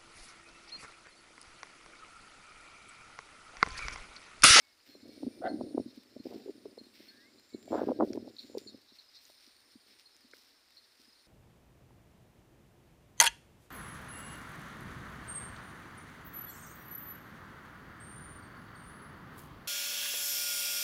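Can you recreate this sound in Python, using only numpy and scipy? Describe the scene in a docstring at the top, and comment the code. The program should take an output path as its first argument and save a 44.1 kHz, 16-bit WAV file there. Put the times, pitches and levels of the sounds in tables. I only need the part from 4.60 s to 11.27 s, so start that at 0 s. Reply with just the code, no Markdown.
"""Cattle grazing at a forest edge

Fingers bump, rub and creak on the case that holds the microphone: impulses, jerks and stick-slip ring it.
Grass tears and stems snap near by as shaped bursts of noise; a fainter crackle runs throughout.
Small birds chip, twitter and whistle as gliding tones, the trees scattering a faint tail behind them.
Insects buzz as noise-driven resonances, over a hush and a fluttering chorus of filtered noise."""
import sys
import numpy as np
from scipy import signal
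from scipy.fft import rfft, irfft, next_fast_len
from scipy.io import wavfile
from scipy.ndimage import uniform_filter1d

SR = 44100
rng = np.random.default_rng(int(sys.argv[2]) if len(sys.argv) > 2 else 0)


def dump(signal):
    """Clip the signal to [-1, 1] and save it as 16-bit WAV at the path in sys.argv[1]."""
    limited = np.clip(np.atleast_2d(signal).T, -1, 1)
    pcm = np.round(limited * 32767).astype(np.int16)
    wavfile.write(sys.argv[1], SR, pcm)


N = 294147
TIME = np.arange(N) / SR

# transmission of touch through the case to the microphone: frequency_hz, gain_db
CASE_RESPONSE = [(30, -39), (60, -27.5), (110, -15), (148, -20), (172, -31.5), (200, -7.5), (245, -2),
                 (305, -1.5), (380, -4), (470, -6), (600, -3.5), (1000, -8), (1450, -18), (2000, -26.5),
                 (3000, -52)]


def amp(db):
    """Level law: decibels become a factor on amplitude."""
    return 10 ** (np.asarray(db) / 20)


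def unit(x):
    """Normalisation: scales a signal to rms 1."""
    return x / np.sqrt(np.mean(x ** 2) + 1e-20)


def read(points, hz):
    """Spectral envelope: interpolates decibels along a logarithmic frequency axis."""
    f, db = np.transpose(points)
    return np.interp(np.log(hz + 1), np.log(f + 1), db)


def add(mix, s, sound):
    """Superposition: adds a sound to the mix from time s in seconds."""
    part = mix[max(round(s * SR), 0):][:len(sound)]
    part += sound[:len(part)]


def colour(x, gain):
    """Linear filtering: multiplies the spectrum by a gain that is a function of frequency."""
    size = next_fast_len(len(x) + 512)
    hz = np.fft.rfftfreq(size, 1 / SR)
    return irfft(rfft(x, size) * gain(hz), size)[:len(x)]


def hump(hz, centre, octaves):
    """Band-pass response: a Gaussian bell on a scale of octaves."""
    distance = np.log2((hz + 1) / centre)
    return np.exp(-.5 * (distance / octaves) ** 2)


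def drift(size, rate):
    """Random modulation: noise low-passed near the rate in Hz, with rms 1."""
    return unit(colour(rng.standard_normal(size), lambda f: np.exp(-(f / rate) ** 2)))


def resonate(x, hz, width):
    """Tuned resonance: shifts the curve hz down to zero, smooths there, and shifts back."""
    turn = np.exp(2j * np.pi * np.cumsum(hz * np.ones(len(x))) / SR)
    r = np.exp(-np.pi * width / SR)
    smoothed = signal.lfilter([1 - r], [1, -r], x / turn + 1e-18)
    return 2 * (turn * smoothed).real


def steady(x, size=900):
    """Level regulation: divides a ringing by its running rms, as a steady drive evens it out."""
    x = unit(x)
    power = uniform_filter1d(x ** 2, size=size)
    return unit(x / np.sqrt(power + 0.03))


def field(hush_db=-69.5, chorus_trim_db=-2, flutter_db=3.0):
    """Broadband ambience: a steady shaped noise and a band of chorus whose level flutters."""
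    # spectral shape of the hush: frequency_hz, gain_db
    hush_shape = [(30, -19.5), (60, -11.5), (110, -12), (165, -23), (270, -8.5), (470, -10.5), (900, -12),
                  (1900, -9.5), (3150, -13.5), (5000, -11.5), (6400, -18.5), (8300, -20.5), (11000, -24.5),
                  (14300, -22), (15500, -27)]
    # spectral shape of far insects and birds: frequency_hz, gain_db
    chorus_shape = [(3000, -36.5), (3600, -3.5), (4250, 1), (4800, -5), (5400, -2), (6100, -20.5),
                    (7000, -31.5)]
    # level of the far chorus before trim and flutter: time_s, level_db
    chorus_levels = [(0.0, -79), (0.54, -66), (2.19, -71.5), (2.41, -64.5), (2.86, -73), (4.68, -63.5),
                     (4.96, -69.5), (6.67, -70.5)]
    hush = unit(colour(rng.standard_normal(N), lambda f: amp(read(hush_shape, f))))
    chorus = unit(colour(rng.standard_normal(N), lambda f: amp(read(chorus_shape, f))))
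    chorus_db = np.interp(TIME, *np.transpose(chorus_levels)) + chorus_trim_db
    chorus_db = chorus_db + flutter_db * drift(N, 30)
    return amp(hush_db) * hush + amp(chorus_db) * chorus


def buzz(size, hz, width_hz=260, strokes_per_s=141, throb=0.8, wander=0.002, shimmer_db=0.5):
    """Amplitude-modulated resonance: even wing strokes throb a narrow ring that wanders a little."""
    phase = 2 * np.pi * strokes_per_s * np.arange(size) / SR
    wings = np.exp(throb * np.sin(phase))
    pitch = hz * (1 + wander * drift(size, 6))
    ring = resonate(rng.standard_normal(size), pitch, width_hz)
    ring = steady(resonate(ring, pitch, 2 * width_hz), size=120)
    return unit(wings * ring * amp(shimmer_db * drift(size, 12)))


def insects(attack_s=.14):
    """Envelope shaping: each call fades in, swells or sags in decibels, then lets go; drones go on."""
    # far insects that never pause: pitch_hz, level_db
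    drones = [(7250, -98.5), (9000, -87)]
    # calls: start_s, length_s, level_db (reached at the end, before release), swell_db, pitch_hz, release_s
    calls = [(0, 1.43, -86, 1, 9960, .03), (0.102, 0.35, -76.5, 14, 7250, .02),
             (0.445, 0.82, -72.5, 1.5, 9180, .02), (0.85, 0.6, -87, -2, 6800, .2),
             (1.395, 0.55, -78.5, 11, 7200, .03), (1.803, 0.92, -83, -3.5, 9350, 0.17),
             (2.05, .34, -82, 5, 7550, .03), (2.55, 0.645, -66, 20, 7270, 0.013),
             (2.8, 0.91, -86, 3, 8700, .2), (3.6, 0.514, -66, 16.5, 7120, 0.02),
             (3.7, 0.44, -79, 8, 9200, .03), (4.581, 1.1, -79, -4, 9140, 0.28),
             (5.25, 0.75, -83, 1.5, 9470, .2), (5.85, 0.95, -76.5, 10, 9240, .05)]
    out = sum(amp(db) * buzz(N, hz) for hz, db in drones)
    for s, length, db, swell_db, hz, release_s in calls:
        t = np.arange(0, length, 1 / SR)
        gate = np.minimum(t / attack_s, 1) * np.minimum((length - t) / release_s, 1)
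        swell = amp(db + swell_db * (t / length - 1))
        add(out, s, swell * gate * buzz(len(t), hz))
    return out


def fibres(size, per_s, spread_db):
    """Shot noise: each breaking fibre is one impulse at a random instant, of random strength."""
    breaks = rng.random(size) < per_s / SR
    boost_db = spread_db * np.minimum(rng.exponential(1, size), 4)
    return rng.standard_normal(size) * breaks * amp(boost_db)


def grass(trim_db=-1, fibres_per_s=1800, octaves=0.94, sheen_hz=14000, sheen_octaves=0.28,
          herd_db=-78, herd_per_s=130, herd_spread_db=3.0):
    """Filtered shot noise: tears swell quickly with an airy sheen; the rest of the herd crackles on."""
    # grass torn by mouths and brushed by legs:
    # start_s, level_db (before trim and swell), time_scale_s, centre_hz, sheen_db (relative)
    tears = [(0.254, -62, 0.11, 3070, -3), (0.476, -67, 0.38, 4440, -12), (1.342, -64.5, 0.037, 4640, -16),
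             (1.634, -63, 0.28, 3600, -5), (2.336, -61, 0.24, 3000, -5), (3.082, -61, 0.33, 3320, -7),
             (3.431, -67, 0.18, 5480, -8), (3.763, -63, 0.19, 4440, -8), (3.975, -59, 0.055, 4840, -14),
             (4.346, -66, 0.11, 4600, -12), (4.508, -68.5, 0.23, 4250, -11.5), (4.609, -64, 0.21, 5220, -2),
             (4.797, -63.5, 0.17, 4020, -10), (5.102, -64, 0.04, 4800, -12), (5.272, -65.5, 0.16, 3560, -8),
             (5.388, -61, 0.04, 4650, -14), (5.733, -64.5, 0.23, 5220, -8), (6.38, -64, 0.096, 4900, -10.5)]
    # response of the blades: frequency_hz, gain_db
    blades = [(600, -13), (1200, -7.5), (2000, 2), (3000, -3.5), (4200, -1.5), (5500, 0.5), (6500, -13.5),
              (9000, -8), (11500, -15), (14000, -6.5), (15500, -10.5)]
    herd = colour(fibres(N, herd_per_s, herd_spread_db), lambda f: amp(read(blades, f)))
    out = amp(herd_db) * unit(herd)
    for s, db, length, centre_hz, sheen_db in tears:
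        u = np.arange(int(2 * length * SR)) / (length * SR)

        def tear_gain(f):
            sheen = amp(sheen_db) * hump(f, sheen_hz, sheen_octaves)
            return amp(read(blades, f)) * (hump(f, centre_hz, octaves) + sheen)

        rip = colour(fibres(len(u), fibres_per_s, 0), tear_gain)
        swell = u ** 0.18 * np.exp(-2 * u ** 2)
        add(out, s, amp(db + trim_db) * unit(rip) * swell / swell.max())
    return out


def rub(trim_db=-3.5, rest_db=-86, dull_hz=460, jerks_per_s=70, slide=0.91,
        attack_s=0.0056, release_s=0.042):
    """Sliding friction: skin moves in small jerks and noise that ring the case; strokes hold, then die."""
    # strokes of skin on the case: start_s, length_s (until the release), level_db (before trim)
    strokes = [(0.267, 0.2344, -60.5), (0.432, 0.48, -52), (0.844, 0.18, -40), (0.982, .22, -45.5),
               (1.263, 0.487, -61), (1.652, 0.25, -51.5), (1.933, 0.18, -55), (2.177, 0.65, -63.5),
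               (2.922, 0.27, -55), (3.103, 0.25, -41.5), (3.386, 0.05, -36.5), (3.47, 0.093, -39.5),
               (3.587, 0.092, -48), (3.796, 0.36, -57), (5.046, 0.056, -72), (5.26, 0.1, -70),
               (5.55, 0.4, -75), (6.393, 0.071, -75.5)]
    speed = np.full(N, amp(rest_db))
    for s, length, db in strokes:
        rise = np.clip((TIME - s) / attack_s, 0, 1)
        fall = np.exp(-np.maximum(TIME - s - length, 0) / release_s)
        speed = np.maximum(speed, amp(db) * rise * fall)
    jerks = (rng.random(N) < jerks_per_s / SR) * rng.choice([-1, 1], N)
    push = unit(jerks) + slide * rng.standard_normal(N)
    shake = colour(push, lambda f: amp(read(CASE_RESPONSE, f)) * np.exp(-(f / dull_hz) ** 2))
    return amp(trim_db) * speed * unit(shake)


def gliding_tone(s, length, db, *pitches, trim_db=-2, db_per_octave=15, waver=0.003, fading_db=1.5):
    """Frequency glide: one smooth tone, louder when higher, fades in and out and wavers a little."""
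    u = np.linspace(0, 1, int(length * SR))
    steps = np.linspace(0, 1, len(pitches))
    hz = np.polyval(np.polyfit(steps, pitches, len(pitches) - 1), u)
    turns = np.cumsum(hz * (1 + waver * drift(len(u), 80))) / SR
    level = db + trim_db + db_per_octave * np.log2(hz / np.median(hz))
    level = level + fading_db * drift(len(u), 25)
    tone = unit(np.sin(2 * np.pi * turns))
    return s, amp(level) * tone * signal.windows.tukey(len(u), .5)


def trees(x, wet_db=-13, t60=0.35):
    """Diffuse reverberation: trunks and leaves scatter a faint tail of decaying noise."""
    t = np.arange(SR // 2) / SR
    tail = rng.standard_normal(len(t)) * amp(-60 * t / t60)
    return x + amp(wet_db) * signal.fftconvolve(x, tail / np.linalg.norm(tail))[:N]


def slur(db, hz, length, fall):
    """Downward chirp: one tiny note whose pitch falls by the given share."""
    u = np.linspace(0, 1, int(length * SR))
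    phase = 2 * np.pi * np.cumsum(hz * (1 - fall * u)) / SR
    return amp(db) * np.sin(np.pi * u) ** 2 * np.sin(phase)


def twitter(top_db=-66.5, range_db=6, top_hz=5700, spread=0.2, notes_per_s=25, singers=2,
            note_s=0.024, fall=0.066, steepness=1.5):
    """Chirp series: clear falling notes, over an unbroken, nearly even run from farther birds."""
    # clear falling notes of a far bird: start_s, peak_db, pitch_hz (at the start)
    clear_notes = [(.008, -67, 5400), (.16, -72, 5140), (.2, -65, 5100), (.315, -65, 5550),
                   (.35, -66, 5730), (1.075, -68, 5150), (1.195, -61, 5600), (1.51, -69, 5560),
                   (1.657, -59, 5140), (4.437, -65, 5190), (4.48, -57.5, 5180), (5.2, -67, 5100),
                   (5.542, -63, 5300), (5.605, -62, 5100), (5.955, -67.5, 5530), (6.44, -61, 5140),
                   (6.48, -60.5, 5220), (6.518, -63, 5300)]
    out = np.zeros(N)
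    for s, db, hz in clear_notes:
        add(out, s, slur(db, hz, note_s, fall))
    for singer in range(singers):
        # every note draws its own delay, pitch, level, length and steepness
        for k, (late, pitch, faint, stretch, steep) in enumerate(rng.random((300, 5))):
            start = (k + (singer + late) / singers) / notes_per_s
            hz = top_hz * (1 - spread * pitch)
            note_fall = steepness * fall * (.5 + steep)
            add(out, start, slur(top_db - range_db * faint, hz, note_s * (.5 + stretch), note_fall))
    return out


def snaps():
    """Impulsive fracture and impact: a snap or knock is a short burst of band-passed, decaying noise."""
    # snapping stems; the three rows near 5.736 are the parts of one dull knock:
    # start_s, peak_db, pitch_hz, width_octaves, decay_s
    cracks = [(.072, -54, 4200, 0.26, 0.00087), (.203, -56, 1793, 0.6, 0.0011),
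              (.403, -54, 1800, 0.6, 0.001), (3.532, -39.5, 5440, 0.16, 0.0013),
              (3.533, -43, 2360, 0.89, 0.002), (3.544, -51, 7000, 1.7, .0011),
              (3.767, -42.5, 4030, 0.12, .001), (3.9815, -39.5, 9000, 1.5, 0.0005),
              (3.982, -36.5, 4700, 0.21, 0.0015), (4.555, -58.5, 5540, 0.54, 0.0009),
              (4.653, -47, 5650, 0.44, 0.0024), (4.719, -55, 5030, 1.4, 0.0014),
              (4.866, -46, 4560, 0.26, 0.0012), (5.566, -44.5, 4860, 0.87, 0.0007),
              (5.713, -49.5, 4560, 0.62, 0.002), (5.736, -45.5, 1510, 0.19, 0.0015),
              (5.7352, -48.5, 2050, 0.12, 0.0015), (5.736, -49.5, 428, 0.51, 0.003),
              (5.785, -52, 4600, 0.4, 0.001), (6.485, -61, 8900, 0.53, 0.001)]
    out = np.zeros(N)
    t = np.arange(-128, 1024) / SR  # the lead-in leaves room for the filter to ring early
    for s, db, hz, octaves, decay in cracks:
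        burst = rng.standard_normal(len(t)) * (t >= 0) * np.exp(-abs(t) / decay)
        crack = colour(burst, lambda f: hump(f, hz, octaves))
        add(out, s + t[0], amp(db) * crack / abs(crack).max())
    return out


def chips(trim_db=-3, note_s=0.027, rasp_hz=400, sag=0.0077, attack=0.12):
    """Modulated tone: short, slightly falling notes; random modulation roughens them, up to a tearing."""
    # sharp chips of a small bird; the rough rows at 3.78-3.82 are a burst of tearing grass:
    # start_s, level_db (before trim and envelope), pitch_hz, rasp (0-1)
    notes = [(0.286, -60, 4230, 0.1), (.313, -60, 4240, 0), (.337, -59.5, 4160, 0), (.412, -64, 4330, 0),
             (.44, -64, 4310, 0), (.496, -60, 4310, 0.1), (.543, -65, 4300, 0.05), (0.628, -64, 4300, 0.24),
             (0.881, -48, 4300, 0.33), (.925, -61, 4320, 0.2), (1.084, -64, 4370, 0.1),
             (1.593, -59, 4220, 0), (2.182, -50.5, 4210, 0.33), (2.234, -58.5, 4230, 0.1),
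             (2.483, -50, 4330, 0), (2.78, -61.5, 4220, 0.6), (2.933, -56, 4120, 0.43),
             (3.782, -49.5, 3840, 1), (3.784, -43.5, 4230, 1), (3.815, -51, 4160, 0.9),
             (4.07, -44.5, 4302, 0.39), (4.091, -58, 3780, 0.1), (4.284, -56.5, 3970, 0.77),
             (4.384, -52, 4170, 0.94), (4.573, -58, 4190, 0.17), (5.456, -55, 4240, 0.37),
             (5.51, -69.5, 4320, .3), (6.168, -52.5, 4240, 0.5), (6.553, -65.5, 4200, 0.2)]
    out = np.zeros(N)
    u = np.arange(int(2 * note_s * SR)) / (note_s * SR)
    for s, db, hz, rasp in notes:
        grain = (drift(len(u), rasp_hz) + 1j * drift(len(u), rasp_hz)) / np.sqrt(2)
        phase = 2 * np.pi * np.cumsum(hz * (1 + sag * (.5 - u))) / SR
        note = ((1 - rasp + rasp * grain) * np.exp(1j * phase)).real
        envelope = np.minimum(u / attack, 1) * np.exp(-u ** 3)
        add(out, s, amp(db + trim_db) * unit(note) * envelope)
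    return out


def bumps(suddenness=0.78, contact_gain_per_s=1430, thin_share=0.11, scuff_s=.005, scuff_share=0.38):
    """Impulse response: a push shakes the case; each contact has its own pitch and length of ring."""
    # fingers bumping the case: peak_s, peak_db (without scuff), brightness_hz, contact_hz, ring_s
    contacts = [(0.353, -44, 1150.0, 410, 0.0036), (0.433, -50, 320.0, 240.0, 0.0018),
                (0.493, -43, 323, 525, 0.004), (0.608, -46, 320.0, 298, 0.0027),
                (0.633, -27, 800.0, 298, 0.0043), (0.648, -34.5, 320.0, 240.0, 0.00079),
                (0.668, -29, 580, 235, 0.0059), (0.68, -30.5, 315, 530.0, 0.0023),
                (0.808, -39, 320.0, 300.0, 0.0035), (0.851, -30.5, 897, 644, 0.0022),
                (0.854, -34, 400, 239, 0.0027), (0.873, -35, 380, 256, 0.0024),
                (0.897, -40, 320.0, 300.0, 0.0044), (0.903, -33, 480.0, 670, 0.0029),
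                (0.916, -31, 680.0, 300.0, 0.0015), (0.944, -29.5, 319.5, 298, 0.00476),
                (0.958, -33.5, 603, 296, 0.0025), (0.994, -38, 320.0, 237, 0.0037),
                (1.012, -21.5, 1000, 290, 0.0017), (1.038, -31, 320.0, 240.0, 0.00046),
                (1.05, -36, 480.0, 378, 0.0043), (1.074, -40.0, 320.0, 300.0, 0.0018),
                (1.149, -28.5, 570.0, 280, 0.0046), (1.18, -17.0, 950.0, 468, 0.001),
                (1.2, -24.5, 480.0, 340.0, 0.00042), (1.211, -32, 320.0, 790, 0.004),
                (1.263, -33.5, 320.0, 275, 0.0038), (1.283, -43.5, 402, 238, 0.0027),
                (1.378, -42.5, 400.0, 246, 0.0032), (1.566, -35.0, 400.0, 635, 0.0018),
                (1.603, -38, 320.0, 340.0, 0.00082), (1.658, -30, 480.0, 530, 0.002),
                (1.669, -31.5, 570.0, 240.0, 0.0005), (1.711, -40, 680.0, 420.0, 0.0069),
                (1.726, -39.5, 950.0, 600.0, 0.003), (1.745, -35.5, 800.0, 408, 0.0055),
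                (1.761, -35, 420, 323, 0.005), (1.78, -47, 400.0, 272, 0.0047),
                (1.862, -37, 570.0, 418, 0.0052), (1.879, -38, 480.0, 475, 0.0057),
                (1.886, -38.5, 950.0, 387, 0.0047), (1.897, -32.5, 483, 412, 0.0036),
                (2.057, -34, 1150.0, 406, 0.0054), (2.179, -38.5, 940, 474, 0.0031),
                (2.215, -43, 400.0, 380.0, 0.00037), (2.268, -49.5, 800.0, 300.0, 0.0039),
                (2.405, -45, 480.0, 465, 0.0011), (2.948, -30.5, 406, 346, 0.0023),
                (3.08, -37.5, 600, 670, 0.003), (3.11, -30, 800, 378, 0.003),
                (3.122, -24.5, 1400.0, 339, 0.0084), (3.131, -18, 1700, 535, 0.002),
                (3.1425, -21.5, 1400, 650, 0.0033), (3.149, -20.5, 1500, 560, 0.00091),
                (3.156, -18, 1250, 470.0, 0.00091), (3.162, -29.5, 700, 420, 0.0012),
                (3.182, -30, 500, 300, 0.002), (3.195, -27, 1500, 680, 0.002),
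                (3.2179, -19.5, 1000, 510, 0.002), (3.233, -26, 1400, 400, 0.001),
                (3.239, -26, 850, 450, 0.0012), (3.274, -25, 321.5, 417, 0.003),
                (3.288, -20.5, 1200, 420, 0.0016), (3.292, -24, 1300, 890, 0.0015),
                (3.301, -23, 420, 290, 0.0037), (3.306, -31, 800, 633, 0.0023),
                (3.311, -25, 1150, 470, 0.0022), (3.319, -21.5, 1200, 497, 0.0036),
                (3.391, -25.5, 570.0, 342, 0.004), (3.402, -20, 1100, 685, 0.00063),
                (3.408, -15.5, 2000, 1142, 0.0012), (3.4116, -17.5, 1500, 470, 0.00089),
                (3.416, -24.5, 698.6, 372, 0.002), (3.422, -20.5, 1300, 710, 0.0016),
                (3.425, -16.5, 1100, 410, 0.002), (3.4288, -21.5, 1400, 900, 0.0012),
                (3.434, -20, 900, 303, 0.0023), (3.439, -24, 650, 320, 0.0017),
                (3.448, -26, 620, 457, 0.003), (3.485, -35.5, 320.0, 303, 0.0027),
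                (3.506, -30, 400.0, 676, 0.0036), (3.525, -39, 318, 297, 0.0046),
                (3.552, -30.5, 560, 430, 0.0044), (3.559, -29.5, 670, 383, 0.0037),
                (3.576, -25.5, 870, 355, 0.0022), (3.594, -43, 320.0, 270.0, 0.0018),
                (3.628, -39.5, 318, 340.0, 0.0012), (3.679, -35, 840, 550, 0.0011),
                (3.699, -49, 800.0, 420.0, 0.0019), (3.85, -45.5, 318, 298, 0.0021),
                (3.9, -43, 570.0, 467, 0.001), (3.952, -30.5, 800.0, 493, 0.0069),
                (3.974, -28.5, 800.0, 417, 0.005), (4.025, -47.5, 320.0, 380.0, 0.0048),
                (4.065, -44, 320.0, 420.0, 0.0033), (4.147, -41.5, 315, 530.0, 0.0038),
                (4.323, -53.5, 400.0, 346, 0.0027), (4.7, -49, 1790, 600.0, 0.0021),
                (4.876, -57, 800.0, 266.6, 0.0025), (5.158, -49, 320.0, 236, 0.0026),
                (5.649, -57.5, 320.0, 270.0, 0.004), (6.4, -56, 320.0, 382, 0.00091),
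                (6.481, -62, 320.0, 237, 0.0028)]
    size = 4096
    hz, out = np.fft.rfftfreq(size, 1 / SR), np.zeros(N)
    log_gain = np.log(amp(read(CASE_RESPONSE, abs(np.fft.fftfreq(size, 1 / SR)))))
    # flesh lands gradually: less than the full minimum-phase lag lets the ring build over a cycle
    lag = signal.hilbert(log_gain).imag * suddenness
    case = np.exp(log_gain - 1j * lag)[:len(hz)]
    touch = signal.windows.gaussian(size, scuff_s * SR)
    for s, db, bright_hz, ring_hz, ring_s in contacts:
        # the longer a contact rings, the more its pitch stands out
        contact = 1 + contact_gain_per_s * ring_s / (1 + 2j * np.pi * (hz - ring_hz) * ring_s)
        # a quick, bright contact carries little bass
        band = np.exp(-(hz / bright_hz) ** 2) * hz / np.hypot(hz, thin_share * bright_hz)
        push = case * contact * band
        thud = np.fft.fftshift(irfft(push))
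        # the landing fingertip also scuffs for a moment
        scuff = thud.std() * unit(irfft(push * rfft(rng.standard_normal(size) * touch)))
        swell = abs(signal.hilbert(thud))
        add(out, s - swell.argmax() / SR, amp(db) * (thud + scuff_share * scuff) / swell.max())
    return out


def pressure(length, skew=1.8):
    """Skewed force pulse: progress 0-1 through a press, and its slow build and quicker let-go."""
    u = np.linspace(0, 1, int(length * SR))
    return u, abs(np.sin(np.pi * u ** skew))


def creak(s, length, db, slips_per_s, stiffness, dry, grit_db, jitter=0.22, scrape=0.85,
          grit_hz=1450, grit_octaves=0.35, range_db=11, bend_share=0.08, ring_db=-7, ring_t60=.24,
          easy_hz=1300, high_mode_effort=2.2, spray_db=-28.5, spray_hz=3300, spray_octaves=0.4):
    """Stick-slip friction: slips ring modes that tighten with force and ring on; a loose grip rasps."""
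    # modes of the contact: frequency_hz (before stiffness and bend), width_hz, gain_db
    modes = [(580, 46, -6.5), (655, 51, -3.5), (746, 30, -5.5), (1250, 120, -25), (1396, 60, -20),
             (1562, 30, -16), (1760, 50, -23.5), (2012, 55, -21.5)]
    # spectrum of dry skin scraping: frequency_hz, gain_db
    rasp_shape = [(250, -13), (650, 11), (1000, -1.5), (1350, -7.5), (1750, -10.5), (2200, -26),
                  (3800, -29), (6000, -54)]
    _, force = pressure(length)
    after = (0, int(ring_t60 * SR))
    # loudness, slip rate and pitch rise with the force
    press = amp(range_db * (force - 1)) * signal.windows.tukey(len(force), .15)
    press = np.pad(press, after)
    bend = 1 + bend_share * (np.maximum.accumulate(np.pad(force, after)) - 1)
    size = len(press)
    since_peak = (np.arange(size) - force.argmax()) / SR
    ring_out = (since_peak > 0) * amp(ring_db - 60 * abs(since_peak) / ring_t60)

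    slip_rate = slips_per_s * bend * np.exp(jitter * drift(size, 150))
    slips = np.diff(np.floor(np.cumsum(slip_rate) / SR), prepend=0)
    drive = unit(slips) + scrape * rng.standard_normal(size)
    tuning = stiffness * bend
    tone = 0
    for hz, width, mode_db in modes:
        pitch = hz * tuning
        ring = steady(resonate(resonate(drive, pitch, width), pitch, 2 * width))
        # high modes need more force to sound
        effort = 1 + high_mode_effort * max(np.log2(hz / easy_hz), 0)
        tone = tone + amp(mode_db) * ring * np.maximum(press ** effort, ring_out)

    def rasp_gain(f):
        return amp(read(rasp_shape, f) + grit_db * hump(f, grit_hz, grit_octaves))

    rasp = unit(colour(drive, rasp_gain))
    # a tight contact hisses finely at the height of the press
    hiss = unit(colour(drive, lambda f: hump(f, spray_hz, spray_octaves)))
    spray = amp(spray_db) * press ** 2 * hiss
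    return s, amp(db) * ((1 - dry) * (tone + spray) + dry * rasp * press)


def groan(s, length, db, hz, fall=0.18, width_hz=190, upper_db=-9, upper_ratio=1.48):
    """Friction-driven resonance: slowly dragging skin judders in two loose, falling resonances."""
    u, force = pressure(length)
    pitch = hz * (1 + fall * (.5 - u))
    drag = rng.standard_normal(len(u)) * amp(1.5 * drift(len(u), 64))

    def loose_ring(curve):
        return unit(resonate(resonate(drag, curve, width_hz), curve, width_hz))

    judder = loose_ring(pitch) + amp(upper_db) * loose_ring(pitch * upper_ratio)
    return s, amp(db) * np.sqrt(force) * unit(judder)


def scene():
    """Superposition of sources: handling at the microphone, the herd near by, birds and insects behind."""
    # whistles from the forest; the last two rows are the faint ringing tone of the creaking case:
    # start_s, length_s, level_db (before trim), then pitch_hz at five even steps from start to end
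    glides = [(0.001, 0.151, -71.5, 2250, 2225, 2195, 2165, 2135),
              (.335, 0.34, -75, 2100, 2200, 2270, 2260, 2190),
              (.69, 0.125, -74, 2300, 2345, 2370, 2360, 2320),
              (2.435, .29, -67.5, 1780, 1740, 1785, 2060, 2215),
              (2.461, 0.226, -70.6, 1470, 1590, 1640, 1635, 1545),
              (2.907, 0.072, -69.2, 2220, 2228, 2230, 2228, 2220),
              (3.062, .098, -70.2, 2260, 2280, 2290, 2285, 2270),
              (3.2, 0.13, -66, 1700, 1650, 1620, 1605, 1595),
              (3.33, 0.08, -72, 1605, 1602, 1600, 1595, 1590)]
    # a fingertip sticking and slipping: start_s, length_s (of the press), level_db,
    # slips_per_s (at full force), stiffness (factor on the modes), dry_rasp (0-1), grit_db
    stick_slips = [(0.813, 0.081, -28, 98, 1, 0.14, -3), (3.111, 0.047, -46, 156, .9, 1, 8),
                   (3.149, 0.051, -36.5, 273, 0.79, 0.88, 5.5), (3.17, .06, -40.5, 203, 1, 0.5, 12.5),
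                   (3.222, .1, -52, 117, 1, .8, 5), (3.399, 0.054, -44, 200, 0.95, 0.4, -4)]
    # the grip shifts with a low groan: start_s, length_s, level_db (before the force envelope),
    # pitch_hz (midway)
    grip_shifts = [(1.671, 0.11, -53, 444), (1.768, 0.076, -58, 427)]
    hand = rub() + bumps()
    scattered = twitter() + chips()  # all that the trees reverberate
    for row in glides:
        add(scattered, *gliding_tone(*row))
    for row in stick_slips:
        add(hand, *creak(*row))
    for row in grip_shifts:
        add(hand, *groan(*row))
    return (hand + grass() + snaps() + trees(scattered) + insects() + field())[None]


def record(dry, edge_hz=15600):
    """Band limitation: a linear-phase low-pass removes what lies above the edge."""
    low_pass = signal.firwin(511, edge_hz, window=("kaiser", 9), fs=SR)
    return signal.oaconvolve(dry, low_pass[None], "same")


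dry = scene()
out = record(dry)
dump(out)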